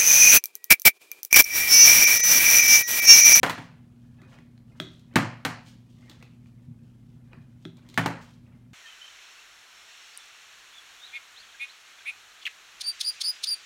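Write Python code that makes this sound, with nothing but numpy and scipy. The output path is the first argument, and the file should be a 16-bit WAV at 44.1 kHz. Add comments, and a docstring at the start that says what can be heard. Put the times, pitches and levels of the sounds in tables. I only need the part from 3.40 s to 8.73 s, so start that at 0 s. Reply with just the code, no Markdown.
"""A part-filled plastic water bottle is flipped onto a wooden table in a live, humming room.
Each landing clacks the thin shell (damped noise bursts), sets table top, bottle air and shell ringing
(decaying modes) and drives the water against the wall (a short pulse); the bottle bounces or topples over.
Between landings the shell pops and the water slaps (modes) and sloshes (crowded bubbles), the plastic rubs
(tiny slips) and feet shift on the floor (modes), over ventilation rumble (filtered noise) and hum (sines)."""
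import sys
import numpy as np
from scipy import signal
from scipy.fft import rfft, irfft
from scipy.io import wavfile
from scipy.ndimage import uniform_filter1d

SR = 44100
rng = np.random.default_rng(int(sys.argv[2]) if len(sys.argv) > 2 else 0)


def digitize_waveform(pressure):
    """Quantize a signal to 16-bit integers and store it at the path in sys.argv[1].

    Rows of a 2-D input are taken as channels; values are limited to [-1, 1].
    """
    field = np.atleast_2d(pressure).T
    bounded = np.clip(field, -1, 1)
    quanta = np.round(bounded * 32767).astype(np.int16)
    wavfile.write(sys.argv[1], SR, quanta)


N = 235185
T = np.arange(SR // 2) / SR  # time after a blow, in seconds

# Bottle striking the table. Each row: start in seconds, clack level in dB, level in dB of the joint ringing
# of table top, bottle air and shell, snap level in dB, water punch level in dB, punch delay in seconds,
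# clack tilt in dB per octave, shell note in Hz, shell note level in dB.
LANDINGS = [(0.0313, -17.5, -29.5, -29, -35, 0.011, 1.06, 1487, -18),
            (0.0627, -30.5, -40, -45, -33, 0.0046, 3.5, 2280, -29),
            (0.0966, -29.5, -62, -35, -32, 0.011, 4.5, 1000, -23),
            (0.178, -40, -37, -73, -58, 0.002, 1, 1300, -54),
            (1.7575, -16.5, -19, -26, -9, 0.0056, 2.5, 2134, -16),
            (2.0502, -24.5, -32.5, -32, -27, 0.00696, 3, 4020, -31.5),
            (4.576, -20.5, -24.5, -34.5, -20, 0.0058, 2.4, 1752, -15),
            (4.66, -24.5, -37.5, -35, -21, 0.0033, -0.3, 843, -19)]
# Spectrum of sharp first contact. Each row: frequency in Hz, relative level in dB.
SNAP = [(500, -24.5), (2500, -2), (4000, 7), (5000, -2), (6500, -1), (8800, -5.5), (10500, -15),
        (12500, -10), (15000, -15), (17000, -24)]


def landings(clack_t60=0.083, snap_t60=0.032, note_t60=0.034, ring_lag=0.001, punch_hz=260,
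             punch_width=0.0033, clack_room_db=-3, snap_room_db=-5, ring_room_db=-8):
    """Impact excitation: the shell hits first and sets the modes ringing; the water arrives a moment later."""
    # Spectrum of shell and veneer. Each row: frequency in Hz, relative level in dB before the tilt.
    clack = [(60, -12), (110, -5.5), (300, -8), (480, -1), (700, -1.5), (1000, -1), (1900, -4), (2500, -10),
             (3400, -14), (4600, -28), (8000, -34.5), (16000, -45)]
    # Modes of table top, bottle air and shell, ringing together after a landing.
    # Each row: frequency in Hz, relative level in dB, t60 in seconds.
    landing_modes = [(101, -17.5, 0.24), (116.4, -2, 0.34), (142.6, -5, 0.22), (168, -4, 0.35),
                     (239.7, -9.5, 0.26), (277.4, -3.5, 0.27), (315.7, -5.5, 0.14), (448, -22, 0.39),
                     (733, -14.5, .3), (808, -13, 0.15), (903, -10.5, 0.19), (1120, -24, 0.16),
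                     (1372, -15.5, 0.16), (1488, -19, 0.34), (1706, -16.5, 0.32), (1670, -15, 0.11),
                     (1820, -16, 0.11), (1944, -22, .24)]
    out = np.zeros(N)
    for s, clack_db, ring_db, snap_db, punch_db, delay, tilt_db, note_hz, note_db in LANDINGS:
        # a harder spot sounds brighter
        tilted = [(hz, db + tilt_db * np.log2(hz)) for hz, db in clack]
        crack = amp(clack_db) * burst(tilted, clack_t60)
        crack += amp(snap_db) * burst(SNAP, snap_t60)
        crack += ring([(note_hz, note_db, note_t60)])  # the struck spot of shell rings briefly

        # the water stops against the wall in one short push and rebound
        late = T - delay
        push = np.cos(2 * np.pi * punch_hz * late) * np.exp(-(late / punch_width) ** 2)
        body = amp(punch_db) * push
        add(body, ring_lag, amp(ring_db) * ring(landing_modes))

        radiated = amp(clack_db + clack_room_db) * click(tilted)
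        radiated += amp(snap_db + snap_room_db) * click(SNAP)
        echoes = room(radiated + amp(ring_room_db) * body)
        add(out, s, crack + body + echoes)
    return out


def pops_and_slaps(tick_t60=0.02, slap_lag=0.003, wall_room_db=-9, tick_room_db=-2):
    """Snap-through and impact: shell modes, pitched by the wall's stiffness, and water modes a moment later."""
    # Shell pops and water slaps, in the hand or in flight. Each row: start in seconds, pop level in dB,
    # treble tick level in dB, water slap level in dB, wall stiffness as a factor on the shell modes' pitch.
    flexes = [(0.8172, -47, -66, -52, 0.6), (0.987, -42.5, -68.5, -58, 0.6), (1.1778, -53, -79, -68, 1.26),
              (1.4002, -19, -44, -34, 1.01), (1.47, -65, -79, -42.5, 0.77), (1.595, -69, -65, -68, 1.5),
              (1.7381, -53, -67, -45.5, 0.64), (2.697, -43.5, -52, -49, 1.4), (2.714, -45, -64, -72, 1.05),
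              (2.826, -40, -58, -54, 0.79), (3.059, -54, -84.5, -69.5, 0.73),
              (3.9319, -39.5, -74, -51.5, 0.74), (4.252, -32, -60, -34.5, 1.025),
              (4.369, -64, -63.5, -74, 0.6), (4.4887, -65, -56.5, -59, 0.75), (4.499, -62, -60, -65, 1.6),
              (4.542, -42, -53, -75, 0.64)]
    # Modes of the dented wall. Each row: frequency in Hz before the stiffness factor,
    # relative level in dB, t60 in seconds.
    shell_modes = [(610, -13.5, 0.046), (1290, -9, 0.018), (1610, -6, 0.011), (2030, -11, 0.015),
                   (2460, -13.5, 0.019), (3300, -2, 0.016), (3880, -6, 0.0055), (5300, -13.5, 0.0087)]
    # Water against the wall. Each row: frequency in Hz, relative level in dB, t60 in seconds.
    water_modes = [(164.4, 0, 0.2), (304, 3.5, 0.052), (379, -7, 0.23), (495, -12.5, 0.025)]
    out = np.zeros(N)
    for s, pop_db, tick_db, slap_db, stiffness in flexes:
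        wall_modes = [(hz * stiffness, db, t60) for hz, db, t60 in shell_modes]
        wall = amp(pop_db) * ring(wall_modes)
        add(wall, slap_lag, amp(slap_db) * ring(water_modes))
        tick = amp(tick_db) * burst(SNAP, tick_t60)
        radiated = amp(wall_room_db) * wall + amp(tick_db + tick_room_db) * click(SNAP)
        add(out, s, wall + tick + room(radiated))
    return out


def slosh(bubbles_per_s=1000, bubble_t60=0.035, surge_db=4, surges_per_s=50, count=48):
    """Bubble resonance: a crowd of short decaying tones comes in surges, muffled by the bottle wall."""
    # Spectrum through the wall. Each row: frequency in Hz, relative level in dB.
    muffling = [(200, -24), (500, 6), (800, 2.5), (1500, 2), (2500, 1), (4000, -16.5), (7000, -25.5),
                (16000, -36.5)]
    bubbles = np.zeros(N)
    for hz in np.geomspace(450, 5500, count):
        born = rng.random(N) < bubbles_per_s / count / SR
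        births = born * (rng.random(N) - 0.5)  # random strength and sign
        bubble = np.sqrt(hz) * ring([(hz, 0, bubble_t60)])
        bubbles += signal.oaconvolve(births, bubble)[:N]
    surging = colour(bubbles, muffling) * lumps(surge_db, surges_per_s)
    return water_motion() * unit(surging)


def water_motion(jolt_db=-31.5, settle_db_per_s=62.5, stir_db=-78.5):
    """Forced motion and decay: the strongest of swings, jolts and a faint steady stirring rules the water."""
    # The bottle is tipped or swung and the water runs to the other end.
    # Each row: start in seconds, length in seconds, level in dB.
    tips = [(0.826, 0.032, -60.5), (0.921, 0.043, -62), (1.32, 0.15, -69.5), (1.763, 0.009, -54.5),
            (2.62, 0.1, -62.5), (2.82, 0.014, -62), (3.934, 0.019, -64.5), (4.393, 0.36, -66),
            (5.046, 0.083, -72)]
    t = np.arange(N) / SR
    # the water gathers speed, then runs out
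    swings = [swell(*row, rise_db_per_s=259, fall_db_per_s=150) for row in tips]
    # a landing churns the water, at a level relative to its clack
    jolts = [(t >= s) * swell(s, 0, clack_db + jolt_db, 0, settle_db_per_s)
             for s, clack_db, *_ in LANDINGS]
    return np.maximum(np.max(swings + jolts, axis=0), amp(stir_db))


def rub(grains_per_s=3500, grip_db=5, grips_per_s=70):
    """Stick-slip friction: dense tiny slips of plastic merge into a soft rustle as the grip comes and goes."""
    # Spectrum of the rubbed plastic. Each row: frequency in Hz, relative level in dB.
    rustle = [(300, -25.5), (1500, -13), (3000, 3), (4200, -1.5), (6500, -3), (9000, -9.5), (11000, -18),
              (16000, -18.5)]
    slips = (rng.random(N) < grains_per_s / SR) * rng.standard_normal(N)
    gripped = slips * lumps(grip_db, grips_per_s)
    return sliding() * unit(colour(gripped, rustle))


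def sliding(rustle_db=-81.5):
    """Sliding contact: each slide starts and stops above a faint steady rustle."""
    # Plastic slides on the fingers or skids on the table.
    # Each row: start in seconds, length in seconds, level in dB.
    rubs = [(0.176, 0.044, -59.5), (0.899, 0.046, -69.5), (1.38, 0.22, -71.5), (2.263, 0.025, -61),
            (2.504, 0.29, -69.5), (3.061, 0.025, -76), (4.224, .02, -67.5), (4.475, 0.11, -65),
            (4.81, 0.037, -60.5), (4.893, .05, -69.5)]
    slides = [swell(*row, rise_db_per_s=289, fall_db_per_s=221) for row in rubs]
    return np.maximum(np.max(slides, axis=0), amp(rustle_db))


def steps(rise=0.0064):
    """Soft excitation of floor modes: weight settles gently as feet shift."""
    # Soft bumps of shifting feet. Each row: start in seconds, level in dB.
    bumps = [(3.278, -37), (3.734, -43), (3.971, -41)]
    # Modes of the floorboards. 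Each row: frequency in Hz, relative level in dB, t60 in seconds.
    floor_modes = [(119, 6, 0.13), (162, 0, 0.12), (230.7, -6.5, 0.43)]
    out = np.zeros(N)
    for s, db in bumps:
        soft_onset = 1 - np.exp(-T / rise)
        add(out, s, amp(db) * ring(floor_modes) * soft_onset)
    return out


def background(air_db=-53):
    """Stationary sources: broadband ventilation rumble and the steady tones of mains hum."""
    # Hum of a mains appliance. Each row: frequency in Hz, rms level in dB.
    hum_tones = [(119.7, -54), (240, -58.5)]
    # Spectrum of the ventilation. Each row: frequency in Hz, relative level in dB.
    air = [(22, -27), (38, 4.5), (65, -2.5), (100, 1.5), (145, 3.5), (190, -3), (240, -0.5), (310, -12.5),
           (470, -23), (700, -27), (2000, -41.5), (5000, -44), (10000, -44), (16000, -49.5)]
    t = np.arange(N) / SR
    hum = np.zeros(N)
    for hz, db in hum_tones:
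        hum += amp(db) * unit(np.sin(2 * np.pi * (hz * t + rng.random())))  # random phase
    return hum + amp(air_db) * unit(colour(rng.standard_normal(N), air))


def room(x, first_echo=0.0044, build=0.0016, echoes_per_s=4000):
    """Reverberation: scattered wall echoes, drawn afresh for each call, with each band dying at its own speed."""
    # Decay of the echoes. Each row: frequency in Hz, t60 in seconds.
    room_t60 = [(100, 0.55), (260, 0.28), (700, 0.41), (1840, 0.42), (4850, 0.41), (8000, 0.31),
                (14000, 0.12)]
    # Spectrum of the echoes. Each row: frequency in Hz, relative level in dB.
    wall_colour = [(100, 3.5), (400, 1.5), (1500, 0.5), (4000, 2), (8000, -4), (16000, -0.5)]
    taps = np.sign(rng.standard_normal(len(T))) * (rng.random(len(T)) < echoes_per_s / SR)
    hz, t, z = signal.stft(taps, SR, nperseg=256)
    decay = amp(-60 * t / read(room_t60, hz)[:, None])
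    tail = signal.istft(z * decay, SR, nperseg=256)[1][:len(T)]
    tail *= 1 - np.exp(-np.maximum(T - first_echo, 0) / build)
    z = rfft(tail)
    # many paths even out the colour
    tail = irfft(z / np.sqrt(uniform_filter1d(abs(z) ** 2, size=330)), len(T))
    tail *= np.minimum(1, 10 * (T[-1] - T)) ** 2  # fades to nothing over the last 0.1 s
    response = colour(tail / np.linalg.norm(tail), wall_colour)
    return signal.fftconvolve(x, response)[:len(x)]


def burst(points, t60, order=240):
    """High modal density: many crowded, well damped modes act as decaying noise; rms 1 over about 10 ms."""
    z = rfft(rng.standard_normal(len(T)) * amp(-60 * T / t60))
    z /= np.sqrt(uniform_filter1d(abs(z) ** 2, order))  # a blow feeds all regions alike
    x = colour(irfft(z, len(T))[:len(T) // 2], points)
    padded = np.pad(x / np.linalg.norm(x), (0, len(T) - len(x)))
    return padded * np.sqrt(SR / 100)


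def click(points):
    """Diffuse radiation: a burst's spectrum and energy, evened out over all directions, as the walls get it."""
    x = colour(signal.unit_impulse(len(T)), points)
    return x / np.linalg.norm(x) * np.sqrt(SR / 100)


def ring(modes):
    """Modal superposition: a few clear modes die away; neighbours swing in opposite senses."""
    out = np.zeros(len(T))
    for k, (hz, db, t60) in enumerate(modes):
        out += (-1) ** k * amp(db - 60 * T / t60) * np.sin(2 * np.pi * hz * T)
    return out


def swell(start, length, db, rise_db_per_s, fall_db_per_s):
    """Exponential growth and decay: the gain of one movement rises to its level, holds, and dies away."""
    t = np.arange(N) / SR - start
    rise = rise_db_per_s * np.maximum(-t, 0)
    fall = fall_db_per_s * np.maximum(t - length, 0)
    return amp(db - rise - fall)


def lumps(depth_db, per_s):
    """Random amplitude modulation: swells of gain, about per_s of them a second."""
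    knots = np.cumsum(rng.uniform(0.4, 1.6, 2000)) * SR / per_s  # in samples
    heights = np.tanh(rng.standard_normal(len(knots)))
    return amp(depth_db * np.interp(np.arange(N), knots, heights))


def colour(x, points, size=4096):
    """Minimum-phase filtering: a causal filter takes its phase from the given spectrum."""
    log_gain = np.log(amp(read(points, abs(np.fft.fftfreq(size, 1 / SR)))))
    taps = np.fft.ifft(np.exp(np.conj(signal.hilbert(log_gain)))).real
    return signal.fftconvolve(x, taps[:size // 2])[:len(x)]


def read(points, hz):
    """Logarithmic pitch scale: interpolates a table over log frequency."""
    f, value = np.transpose(points)
    return np.interp(np.log(hz + 1), np.log(f + 1), value)


def amp(db):
    """Logarithmic level: decibels to amplitude gain."""
    return 10 ** (np.asarray(db) / 20)


def unit(x):
    """Mean-square normalisation: scales to rms 1."""
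    return x / np.sqrt(np.mean(x ** 2) + 1e-20)


def add(mix, s, sound):
    """Linear superposition: mixes a sound in, in place, at time s in seconds."""
    part = mix[max(round(s * SR), 0):][:len(sound)]
    part += sound[:len(part)]


def scene(hand_room_db=-4):
    """Direct and reverberant sum: landings and pops bring their own echoes; the soft sounds share one set."""
    handling = slosh() + rub() + steps()
    echoes = amp(hand_room_db) * room(handling)
    return (landings() + pops_and_slaps() + handling + echoes + background())[None]


def record(dry, low_cut_hz=70, edge_hz=16000):
    """Transducer band limits: a small microphone loses deep bass, then a low-pass filter trims the top."""
    high_pass = signal.butter(1, low_cut_hz, "high", fs=SR, output="sos")
    thin = signal.sosfilt(high_pass, dry)
    low_pass = signal.firwin(511, edge_hz, window=("kaiser", 9), fs=SR)
    return signal.oaconvolve(thin, low_pass[None], "same")


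dry = scene()
out = record(dry)
digitize_waveform(out)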